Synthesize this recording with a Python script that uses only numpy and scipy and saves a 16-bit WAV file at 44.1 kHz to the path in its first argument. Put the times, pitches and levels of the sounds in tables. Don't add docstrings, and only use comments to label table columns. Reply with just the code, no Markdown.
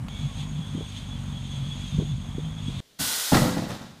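import sys
import numpy as np
from scipy import signal
from scipy.fft import rfft, irfft
from scipy.io import wavfile
from scipy.ndimage import uniform_filter1d

SR = 44100
rng = np.random.default_rng(int(sys.argv[2]) if len(sys.argv) > 2 else 0)


def wav_out(sig):
    wavfile.write(sys.argv[1], SR, np.round(np.clip(np.atleast_2d(sig).T, -1, 1) * 32767).astype(np.int16))


N = 176400
DRIVEWAY_S, CLOSE_UP_S = .084, 2.804


def undb(db):
    return 10 ** (np.asarray(db) / 20)


def unit(x):
    return x / np.sqrt(np.mean(x ** 2))


def clock():
    return np.arange(N) / SR


def curve(rows):
    return np.interp(clock(), *np.array(rows).T)


def per_hz(rows, hz):
    f, values = np.array(rows).T
    return np.interp(np.log(np.maximum(hz, 1)), np.log(f), values)


def colour(x, spectrum):
    cepstrum = irfft(np.log(undb(per_hz(spectrum, np.fft.rfftfreq(2 * N, 1 / SR)))))
    cepstrum[1:N] *= 2
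    cepstrum[N + 1:] = 0
    return unit(irfft(rfft(x, 2 * N) * np.exp(rfft(cepstrum)))[:N])


def noise(spectrum):
    return colour(rng.standard_normal(N), spectrum)


def walk(rate_hz):
    step = int(SR / rate_hz)
    return unit(uniform_filter1d(np.repeat(rng.standard_normal(N // step + 1), step), step)[:N])


def resonances(rows, flutter_db=0):
    f = np.fft.rfftfreq(N, 1 / SR) + 1
    out = 0
    for hz, width, db in rows:
        rejection = (1 + .5j * (f * f - hz * hz) / (f * width)) ** 2
        band = irfft(rfft(rng.standard_normal(N)) / rejection, N)
        out += band * undb(db + flutter_db * walk(25.13))
    return unit(out)


def envelope(start, attack, hold, release):
    age = clock() - start
    return np.clip(age / attack, 0, 1) * np.exp(-np.maximum(age - hold, 0) / release)


def tones(rows, waver):
    t = clock()
    wavering = t + waver * np.cumsum(walk(90)) / SR
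    return sum(np.sin(np.pi * np.clip((t - start) / length, 0, 1)) * np.sin(2 * np.pi * hz * wavering)
               for start, length, hz in rows)


def ring(modes, start, spread=0.0077):
    age = np.maximum(clock() - start, 0)
    detune = 1 + spread * rng.standard_normal(len(modes))
    out = 0
    for k, (hz, db, t60) in enumerate(modes):
        decay = np.exp(-np.log(1000) * age / t60)
        out += (-1) ** k * undb(db) * np.sin(2 * np.pi * hz * detune[k] * age) * decay
    return out


def garage(x, wet_db):
    # f/Hz, t60/s
    decay = [(100, 1), (500, 0.72), (2000, 1), (6000, 1), (14000, 0.56)]
    f, t, bands = signal.stft(rng.standard_normal(N), SR, nperseg=512)
    tail = signal.istft(bands * np.exp(-np.log(1000) * t / per_hz(decay, f)[:, None]), SR)[1][:N]
    tail *= np.clip(clock() / 0.029, 0, 1)
    return x + undb(wet_db) * signal.fftconvolve(x, tail / np.linalg.norm(tail))[:N]


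def room_tone():
    # f/Hz, level/dB
    hush = [(40, 3), (600, 3.5), (800, -5), (2500, -4.5), (3200, 2), (15000, -14.5)]
    return undb(-59.5) * noise(hush)


def far_tones():
    # t/s, length/s, f/Hz
    notes = [(.08, 0.22, 2240), (.26, 0.097, 1100), (.33, 0.13, 783), (.43, 0.072, 1034)]
    return undb(-52.5) * tones(notes, waver=.02)


def tick():
    return undb(-32.5) * resonances([(745, 1600, 0)]) * envelope(DRIVEWAY_S, 0.00026, 0, 0.0018)


def bumps(width_cycles=0.39):
    # t/s, level/dB, f/Hz
    knocks = [(0.753, -19.5, 218), (0.78, -24.5, 283), (.810, -25.5, 356), (1.984, -27, 330),
              (1.991, -8, 147), (1.999, -21.5, 340), (2.022, -26.5, 355), (2.384, -20, 290.4),
              (2.684, -23, 197.9), (2.695, -33, 395)]
    rustle = undb(-12.5) * resonances([(362, 124, 0)])
    out = 0
    for start, db, hz in knocks:
        cycles = (clock() - start) * hz
        swing = np.sin(2 * np.pi * cycles) * np.exp(-.5 * (cycles / width_cycles) ** 2)
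        rub = envelope(start, 1 / hz, 0, 0.014) * min(hz / 400, 1) ** 2
        out += undb(db) * (swing + rustle * rub)
    return out


def engine_bay(firings):
    # f/Hz, level/dB
    rustle = [(400, -2), (1050, -0.5), (1600, -6.5), (2500, -8.5), (5000, -18), (9000, -17), (13000, -30)]
    return noise(rustle) * undb(-50.5 + np.cos(2 * np.pi * firings) + walk(13.04))


def intake(whistle_follow=0.48):
    # f/Hz, level/dB
    hiss = [(1000, -26.5), (2500, -0.5), (3000, -0.5), (3400, 5.5), (4200, -3), (5200, -12.5), (7000, -10),
            (10000, -17), (14000, -32)]
    # t/s, level/dB
    fader = [(.08, -55), (.22, -48.5), (.32, -52.5), (.41, -43.5), (.47, -55), (.85, -51), (.98, -44.5),
             (1.06, -52.5), (1.3, -54), (1.52, -49), (1.62, -50.5), (1.88, -46), (2.28, -55.5), (2.55, -56),
             (2.7, -46.5)]
    # f/Hz, width/Hz, level/dB
    peaks = [(3375, 40, 4), (3587, 25, 0), (3170, 100, -4), (6440, 150, -8), (6710, 88, -7.5),
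             (8340, 64, -12)]
    # t/s, length/s, f/Hz
    catches = [(.2, 0.054, 3380), (.37, 0.089, 3360), (.61, 0.052, 3320), (.79, 0.049, 3373),
               (1.08, 0.092, 3410), (1.32, 0.097, 3344), (1.46, .14, 3380), (1.77, .09, 3368),
               (1.85, 0.05, 3250), (1.9, 0.075, 3590), (2.07, 0.0624, 3460), (2.65, .08, 3355)]
    swell_db = curve(fader)
    chirps = undb(-43.5) * tones(catches, waver=0.00389)
    whistles = resonances(peaks, flutter_db=3) * undb(-49 + whistle_follow * (swell_db - swell_db.mean()))
    return (noise(hiss) * undb(swell_db) + chirps + whistles) * (clock() > DRIVEWAY_S)


def exhaust(firings, jitter_s=.0006, spread_db=2, gas_db=-5, boom_follow=0.11):
    cylinders = [4, 1, -0.5, -5.5, 1, 2, 3.5, -4]
    # f/Hz, level/dB
    pipe = [(20, -66), (35, 2.5), (50, -0.5), (70, 8), (95, 6), (150, -0.5), (240, 0), (300, -14.5),
            (500, -48), (1000, -53), (9000, -120)]
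    # t/s, level/dB
    fader = [(0, -34), (.32, -36), (.55, -36), (.78, -37), (.92, -41.5), (.97, -35), (1.5, -37),
             (2.05, -35.5), (2.35, -38), (2.8, -35)]
    # t/s, level/dB
    boom_fader = [(0, -34), (.17, -49), (.26, -21.5), (.31, -60), (.41, -30), (.48, -41), (.59, -28),
                  (.67, -48), (.745, -30.5), (.9, -51.5), (1.27, -37), (1.5, -41), (1.62, -29.5),
                  (1.9, -48.5), (1.95, -25), (2.05, -35.5), (2.14, -24.5), (2.21, -47), (2.47, -30),
                  (2.53, -40.5), (2.8, -35)]
    onsets = np.flatnonzero(np.diff(np.floor(firings)))
    timing, strength = rng.standard_normal((len(onsets), 2)).T
    onsets = np.clip(onsets + (jitter_s * SR * timing).astype(int), 0, N - 1)
    pulses = np.zeros(N)
    pulses[onsets] = undb(np.resize(cylinders, len(onsets)) + spread_db * strength)
    chug = unit(garage(colour(pulses - pulses.mean(), pipe), wet_db=-9.5))
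    rumble = chug + undb(gas_db) * noise(pipe)
    boom_db = curve(boom_fader)
    rumble *= undb(curve(fader) + boom_follow * (boom_db - boom_db.mean()))
    boom = np.sqrt(2) * np.sin(2 * np.pi * 3 * firings + 1.07 * walk(40)) * undb(boom_db)
    return rumble + boom


def engine():
    # t/s, f/Hz
    idle = [(0, 43.7), (.1, 48.7), (.8, 51.6), (1.11, 47), (1.72, 46.4), (2.05, 47.2), (2.22, 46),
            (2.55, 53.2), (2.8, 44.6)]
    firings = np.cumsum(curve(idle)) / SR
    return exhaust(firings) + engine_bay(firings) + intake()


def air_dump(open_s=0.016, close_s=0.031, sag_db_per_s=13):
    # t/s, length/s, level/dB
    bursts = [(2.987, 0.41, -27), (3.41, 0.1, -45.5), (3.673, 0.039, -49), (3.739, .02, -62)]
    # f/Hz, level/dB
    hiss = [(180, -24), (300, -11.5), (1490, -4.5), (1700, -12), (3380, -1), (8880, -2), (15000, -7)]
    # f/Hz, width/Hz, level/dB
    air_line = [(1507, 110, -4.5), (1925, 140, -8), (3800, 460, -9.5)]
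    # f/Hz, level/dB
    whoomph = [(30, -9.5), (160, 6.5), (260, 5), (400, -18), (750, -4.5), (1500, -42)]
    flow = 0
    for start, length, db in bursts:
        sag_db = sag_db_per_s * np.maximum(clock() - start, 0)
        flow += undb(db - sag_db) * envelope(start, open_s, length, close_s)
    jet = noise(hiss) + undb(-12) * resonances(air_line)
    puff = undb(-30.5) * noise(whoomph) * envelope(bursts[0][0], open_s, open_s, release=0.058)
    return garage(jet * flow, wet_db=-4) + puff


def body_drop(thud_t60_s=0.23, clatter_t60_s=0.32, clatter_rise_s=0.018):
    # t/s, thud level/dB, clatter level/dB
    blows = [(3.319, -15.5, -24.5), (3.348, -24, -27), (3.417, -23.5, -38.5), (3.447, -30, -55),
             (3.478, -32.5, -48), (3.567, -27.5, -38.5), (3.62, -35, -42.5), (3.69, -35.5, -35),
             (3.81, -40.5, -47.5)]
    # f/Hz, level/dB
    body = [(30, -27), (65, -8), (95, 1), (225, 4), (310, -2), (430, -13.5), (650, -8), (3000, -41)]
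    # f/Hz, level/dB
    loose_metal = [(200, 3.5), (500, 5), (800, 3), (1300, 2.5), (2600, -6.5), (3800, -4), (7000, -13.5),
                   (14000, -29)]
    # f/Hz, level/dB, t60/s
    panels = [(165.8, 3, 0.16), (237.7, 4.5, 0.2), (301.5, -2.5, 0.27), (510.6, -6.5, 0.29),
              (601, 1.5, .06), (718, -3, 0.12), (829, 0.5, 0.094), (1035, -12.5, 0.27), (1377, -11.5, 0.2)]
    # f/Hz, level/dB, t60/s
    bracket = [(1239, -0.5, 0.12), (1950, -3, 0.087)]
    thud = noise(body)
    clatter = noise(loose_metal) * unit(undb(2.64 * walk(250)))
    out = undb(-21) * ring(bracket, start=3.371)
    for start, thud_db, clatter_db in blows:
        punch = envelope(start, attack=0.0015, hold=0.013, release=thud_t60_s / np.log(1000))
        shake = envelope(start, clatter_rise_s, clatter_rise_s, clatter_t60_s / np.log(1000))
        out += undb(thud_db) * (thud * punch + undb(-5) * ring(panels, start))
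        out += undb(clatter_db) * clatter * shake
    return garage(out, wet_db=-7.5)


def scene():
    close = np.clip((clock() - CLOSE_UP_S) / 0.00034, 0, 1)
    driveway = engine() + bumps() + tick() + far_tones()
    mono = (1 - close) * driveway + close * room_tone() + air_dump() + body_drop()
    return np.array([mono, mono])


def record(dry):
    return signal.sosfilt(signal.ellip(10, .2, 80, 15300, fs=SR, output="sos"), dry)


dry = scene()
out = record(dry)
wav_out(out)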